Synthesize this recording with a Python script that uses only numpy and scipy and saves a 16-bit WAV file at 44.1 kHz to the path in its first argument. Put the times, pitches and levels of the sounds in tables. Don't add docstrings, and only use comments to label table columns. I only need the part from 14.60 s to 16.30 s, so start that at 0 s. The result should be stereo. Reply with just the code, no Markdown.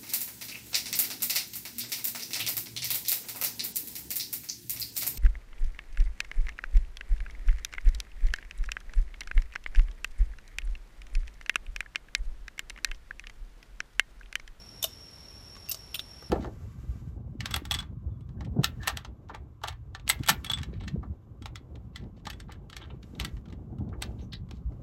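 import sys
import numpy as np
from scipy import signal
from scipy.fft import rfft, irfft, next_fast_len
from scipy.io import wavfile
from scipy.ndimage import uniform_filter1d, map_coordinates

SR = 44100
rng = np.random.default_rng(int(sys.argv[2]) if len(sys.argv) > 2 else 0)


def store_pcm(level_fs):
    pcm = np.round(np.clip(level_fs, -1, 1) * 32767).astype(np.int16)
    wavfile.write(sys.argv[1], SR, np.atleast_2d(pcm).T)


def ratio_of_db(decibels):
    return 10 ** (np.asarray(decibels, float) / 20)


N = 74970

# f/Hz, density/dB per Hz
TOUCH_TONE = [(300, 6), (2000, 3.5), (7000, 5), (9500, -25), (15000, -10.5)]
TIP_TONE = [(300, -10), (2070, -9), (2740, 10), (7500, -11), (9500, -11.5), (15000, -14)]


def unit(x):
    return x / np.sqrt(np.mean(x ** 2) + 1e-20)


def along(points, hz):
    f, v = np.transpose(points)
    return np.interp(np.log(hz + 1), np.log(f + 1), v)


def wobble(rate):
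    knots = rng.standard_normal(int(N / SR * 200) + 4)
    return map_coordinates(knots, [np.arange(N) * rate / SR])


def filtered(x, response):
    m = next_fast_len(x.shape[-1] + 8192)
    hz = np.fft.rfftfreq(m, 1 / SR)
    return irfft(rfft(x, m) * response(hz), m)[..., :x.shape[-1]]


def panned(db):
    return ratio_of_db(np.array([[0.5], [-0.5]]) * db)


def rush(spectrum, alike):
    below, above = (spectrum[0][0] * 0.9, -120), (spectrum[-1][0] * 1.15, -120)
    closed = [below] + list(spectrum) + [above]

    def mid_side(hz):
        turn = np.arccos(np.clip(along(alike, hz), -1, 1)) / 2
        return ratio_of_db(along(closed, hz)) * [np.cos(turn), np.sin(turn)]

    mid, side = filtered(rng.standard_normal((2, N)), mid_side)
    return unit(np.array([mid + side, mid - side]))


def yard(x):
    # f/Hz, t60/s
    fading = [(300, 0.26), (3000, 0.23), (8000, 0.28), (14000, 0.2)]
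    hz, t, z = signal.stft(rng.standard_normal((2, SR // 3)), SR, nperseg=256)
    decay = ratio_of_db(-60 * t / along(fading, hz)[:, None])
    tail = signal.istft(z * decay, SR, nperseg=256)[1]
    return signal.fftconvolve(x[None], tail / np.linalg.norm(tail[0]), axes=1)[:, :N]


def strikes(contacts, modes, tone, rise_s=0.0004, shadow=0.77, size=15, rough=0.3, width=50):
    # f/Hz, left over right/dB
    shade = [(300, 9), (640, -11), (1400, 16), (2600, 5), (3600, 12), (6800, 5), (9500, 4.5), (14500, 21)]
    out, t = np.zeros((2, N + SR)), np.arange(SR // 4) / SR
    hz, level_db, t60 = np.transpose(modes)[..., None]
    for s, db, scrape_t60, scrape_db in contacts:
        draw = rng.standard_normal((2, 2, len(modes), 1))
        chatter = uniform_filter1d(rng.standard_normal((len(modes), len(t))), size=int(width))
        chatter = 1 + rough * unit(chatter)
        fade = ratio_of_db(level_db + 1.5 * draw[0] - 60 * t / t60)
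        ring = (fade * chatter * np.sin(2 * np.pi * hz * t + 1.33 * draw[1])).sum(1)
        a, b = unit(filtered(rng.standard_normal((2, len(t))), lambda f: ratio_of_db(along(tone, f))))
        scrape = np.array([a, 0.2 * a + 0.75 * b]) * ratio_of_db(scrape_db - 60 * t / scrape_t60)
        hit = (ring / 2 + scrape) * (1 - np.exp(-(t / rise_s) ** 2)) * ratio_of_db(db)
        for port in range(2):
            out[port, round(s * SR) + port * size:][:len(t)] += hit[port]
    return filtered(out[:, :N], lambda f: panned(shadow * along(shade, f)))


def air():
    # f/Hz, density/dB per Hz
    rumble = [(12, -53), (20, -12.5), (59, -0.5), (128, -8.5), (150, -11.5), (290, -14.5), (340, -16),
              (407, -16.5), (4500, -27), (5850, -84), (9900, -120)]
    hiss = [(3500, -58), (4600, 7), (6500, 2.5), (9500, -1.5), (12500, -0.5), (14500, -6)]
    # f/Hz, left-right likeness/1
    likeness = [(60, 1), (180, 0.85), (550, 0.22), (1650, -0.22), (4970, 0.49), (15000, 0.65)]
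    far = ratio_of_db(-51 + 0.12 * wobble(3.3)) * rush(rumble, likeness)
    return far + ratio_of_db(-64) * rush(hiss, [(5000, 0.26)])


def crickets():
    singers = [
        (40.8, .0145, 5590, -51, -20, -2),
        (39.8, .0005, 5570, -59, -8, 2),
    ]
    # f/Hz, density/dB per Hz
    chorus = [(4900, -26), (5100, -17), (5300, -7), (5500, 0), (5620, -6), (5750, -20), (6000, -27)]
    pulse_s, sag_hz, echo_db = 0.0205, 150, -9.5
    t, out = np.arange(N) / SR, ratio_of_db(-56) * rush(chorus, [(5000, 0.75)])
    for rate, start_s, wing_hz, db, octave_db, pan_db in singers:
        cycle = ((t - start_s) * rate + 0.02 * wobble(5)) % 1
        into = np.clip(cycle / (rate * pulse_s), 0, 1)
        stroke = np.sin(np.pi * into ** 0.6) ** 0.8 * ratio_of_db(0.9 * wobble(30) + wobble(150))
        phase = 2 * np.pi * np.cumsum(wing_hz - sag_hz * into + 20 * wobble(60)) / SR
        octave = unit(stroke ** 1.3 * np.sin(2 * phase))
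        song = unit(stroke * np.sin(phase)) + ratio_of_db(octave_db) * octave
        out += ratio_of_db(db - 4.5) * (song * panned(pan_db) + ratio_of_db(echo_db) * yard(song))
    return out


def touches():
    rubs = [
        (.019, -54, 0.014, 10),
        (.953, -46, 0.019, 2.7),
        (.9655, -45, 0.033, 1.7),
        (1.059, -55.5, 0.094, 4.1),
    ]
    rub_modes = [(650, 2, 0.04), (1105, 2, 0.04)]
    return strikes(rubs, rub_modes, TOUCH_TONE, shadow=0.73)


def stock_thuds():
    thuds = [
        (.2285, -40, .02, -22),
        (.2415, -25, .02, -23),
        (1.115, -39, .02, -17),
        (1.143, -37, 0.018, -22),
        (1.344, -41, .02, -20),
        (1.355, -43, .02, -20),
        (1.393, -46, 0.018, -20),
    ]
    body = [(480, -10, .035), (646, 1, 0.06), (1090, -5, 0.045), (1200, -9, .04), (1375, -9, .04)]
    return strikes(thuds, body, TOUCH_TONE, 0.00073, size=5, width=198)


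def knock():
    knocks = [
        (1.6243, -40, 0.03, -3),
    ]
    stock = [(118, 7, 0.06), (400, 0, 0.035), (781, -1, 0.03), (1210, 5, 0.03), (1540, 0, 0.028),
             (13500, -10, .02)]
    # f/Hz, density/dB per Hz
    knock_tone = [(100, -6), (300, 0), (1500, -2), (1900, -14), (15000, -22)]
    return strikes(knocks, stock, knock_tone, 0.00031, shadow=0.48, rough=0.061, size=3)


def handle_lift():
    lift = [
        (.2235, -36, .04, -5),
        (.2262, -28, .03, -5),
        (.2274, -12, 0.026, -6),
        (.2305, -26, 0.035, -6),
        (.2345, -33, .03, -3),
    ]
    handle = [(3600, -2, .026), (4790, -7, .018), (5950, -13, .015), (6800, 3, .012), (8420, -6, .022),
              (9520, -12, .02), (12500, -2, .012), (14300, -2, .015)]
    stop = [
        (.2372, -30, .03, -2),
        (.2392, -22, 0.015, -2),
        (.2404, -14.5, 0.022, -5),
        (.2424, -17, 0.025, -5),
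        (.2455, -27, .05, 0),
        (.252, -34, .07, 1),
    ]
    lug = [(2930, 0, .024), (2900, -30, .17), (3630, -2, .024), (3830, -6, .028), (5320, -1, .02),
           (6040, -3, .02), (6900, -3, .018), (8110, -9, .02), (11700, -13, .02), (13100, -3, .014),
           (14200, -12, .02)]
    # f/Hz, density/dB per Hz
    lift_tone = [(180, -90), (300, -30), (620, -18), (2300, -12), (3690, -2), (4280, -2), (13600, -5),
                 (15500, 0)]
    return strikes(lift, handle, lift_tone, shadow=0.22) + strikes(stop, lug, lift_tone, shadow=0.74)


def bolt_pull():
    unlock = [
        (1.084, -50, .03, 0.1),
        (1.0875, -29.5, .018, -3),
        (1.0945, -36, .012, -2),
    ]
    cam = [(2730, -1, 0.09), (4920, -1, 0.02), (6200, 1, 0.016), (13900, -7, .012)]
    pull = [
        (1.1025, -41, .015, 4),
        (1.1132, -23, 0.012, 5),
        (1.1155, -25, 0.03, 2),
        (1.1185, -28, .025, 3),
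        (1.1205, -30, .03, 2),
        (1.127, -36, 0.04, 0),
        (1.138, -38, .04, -6),
        (1.1443, -28, 0.025, -2),
        (1.148, -37, .03, 0),
    ]
    bolt = [(2100, -26, .05), (2950, -7, .025), (3900, -4, .03), (4554, -4, .03), (5100, -2, .025),
            (5970, -5, .03), (6708, -7, .03), (8150, -7, .035), (9800, -9, .035)]
    spring = [
        (1.0947, -21.5, 0.0092, -17),
    ]
    coil = [(14160, -16, .03), (14420, 0, .048)]
    recoil = [
        (1.1152, -20, 0.02, -8),
        (1.1185, -29, .02, -8),
    ]
    loose_coil = [(13930, -6, .028), (14160, -1, .036), (14290, -6, .028), (14420, -3, .032)]
    # f/Hz, density/dB per Hz
    pull_tone = [(400, -24), (2200, -19), (2800, -8), (5500, 4.5), (10000, -1), (11000, -30), (12200, -4),
                 (15500, 0)]
    return (strikes(unlock, cam, pull_tone)
            + strikes(pull, bolt, pull_tone, shadow=0.56)
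            + strikes(spring, coil, pull_tone, shadow=1.2, rough=0.12)
            + strikes(recoil, loose_coil, pull_tone, shadow=0.73))


def ejection():
    eject = [
        (1.3418, -46, .02, 0),
        (1.3437, -24, 0.022, -3),
        (1.3465, -29, 0.018, -3),
    ]
    receiver = [(2735, 0, .045), (3079, -12, .025), (3470, 0, .026), (4037, -8, .022), (5100, -1, .02),
                (7160, -11, .016), (14200, -10, .02)]
    tip = [
        (1.3538, -25.5, 0.02, -2),
        (1.3585, -39, .04, -1),
    ]
    claw = [(2735, -10, .03), (3100, -3, .035), (4040, -2, .025), (4900, -4, .015), (7160, 0, .016)]
    case = [
        (1.344, -30, 0.0092, -23),
        (1.357, -43.5, .01, -20),
    ]
    brass = [(9365, -4, .26), (9400, -11, .2), (14110, -4, .15), (14165, -6, .13)]
    # f/Hz, density/dB per Hz
    eject_tone = [(180, -45), (300, -14), (2070, -15), (2740, 1), (9600, -12), (10300, -30), (13800, -8),
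                  (15500, -8)]
    return (strikes(eject, receiver, eject_tone, shadow=1.3)
            + strikes(tip, claw, TIP_TONE, shadow=0.88)
            + strikes(case, brass, eject_tone, 0.0014, shadow=0.4, rough=0.63, width=820))


def snap():
    snaps = [
        (1.385, -36, .02, -30),
        (1.389, -30, .02, -30),
        (1.3922, -4, 0.012, -24),
    ]
    catch_modes = [(2000, -24, .01), (3050, -11, .009), (3540, 0, .0095), (3900, -7, .009)]
    rattle = [
        (1.3935, -34, 0.046, 2),
        (1.3985, -27.5, 0.019, -12),
    ]
    latch = [(3300, -3, .025), (3600, 0, .03), (3900, -3, .025)]
    return (strikes(snaps, catch_modes, TOUCH_TONE, 0.0024, shadow=2.3, rough=0.05)
            + strikes(rattle, latch, TIP_TONE, shadow=0.68))


def scene():
    background = air() + crickets()
    gun = touches() + stock_thuds() + knock() + handle_lift() + bolt_pull() + ejection()
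    catch = snap()
    echo = ratio_of_db(-19) * yard(gun[0] + ratio_of_db(-13) * catch[0])
    return background + echo + gun + catch


def top_cut(x):
    return signal.sosfilt(signal.butter(12, 15960, fs=SR, output="sos"), x)


def record(dry):
    top_hz, edge_hz = 14610, 120
    mix = filtered(dry, lambda hz: 1 / (1 + np.exp(np.clip((hz - top_hz) / edge_hz, -50, 50))))
    return top_cut(mix)


dry = scene()
out = record(dry)
store_pcm(out)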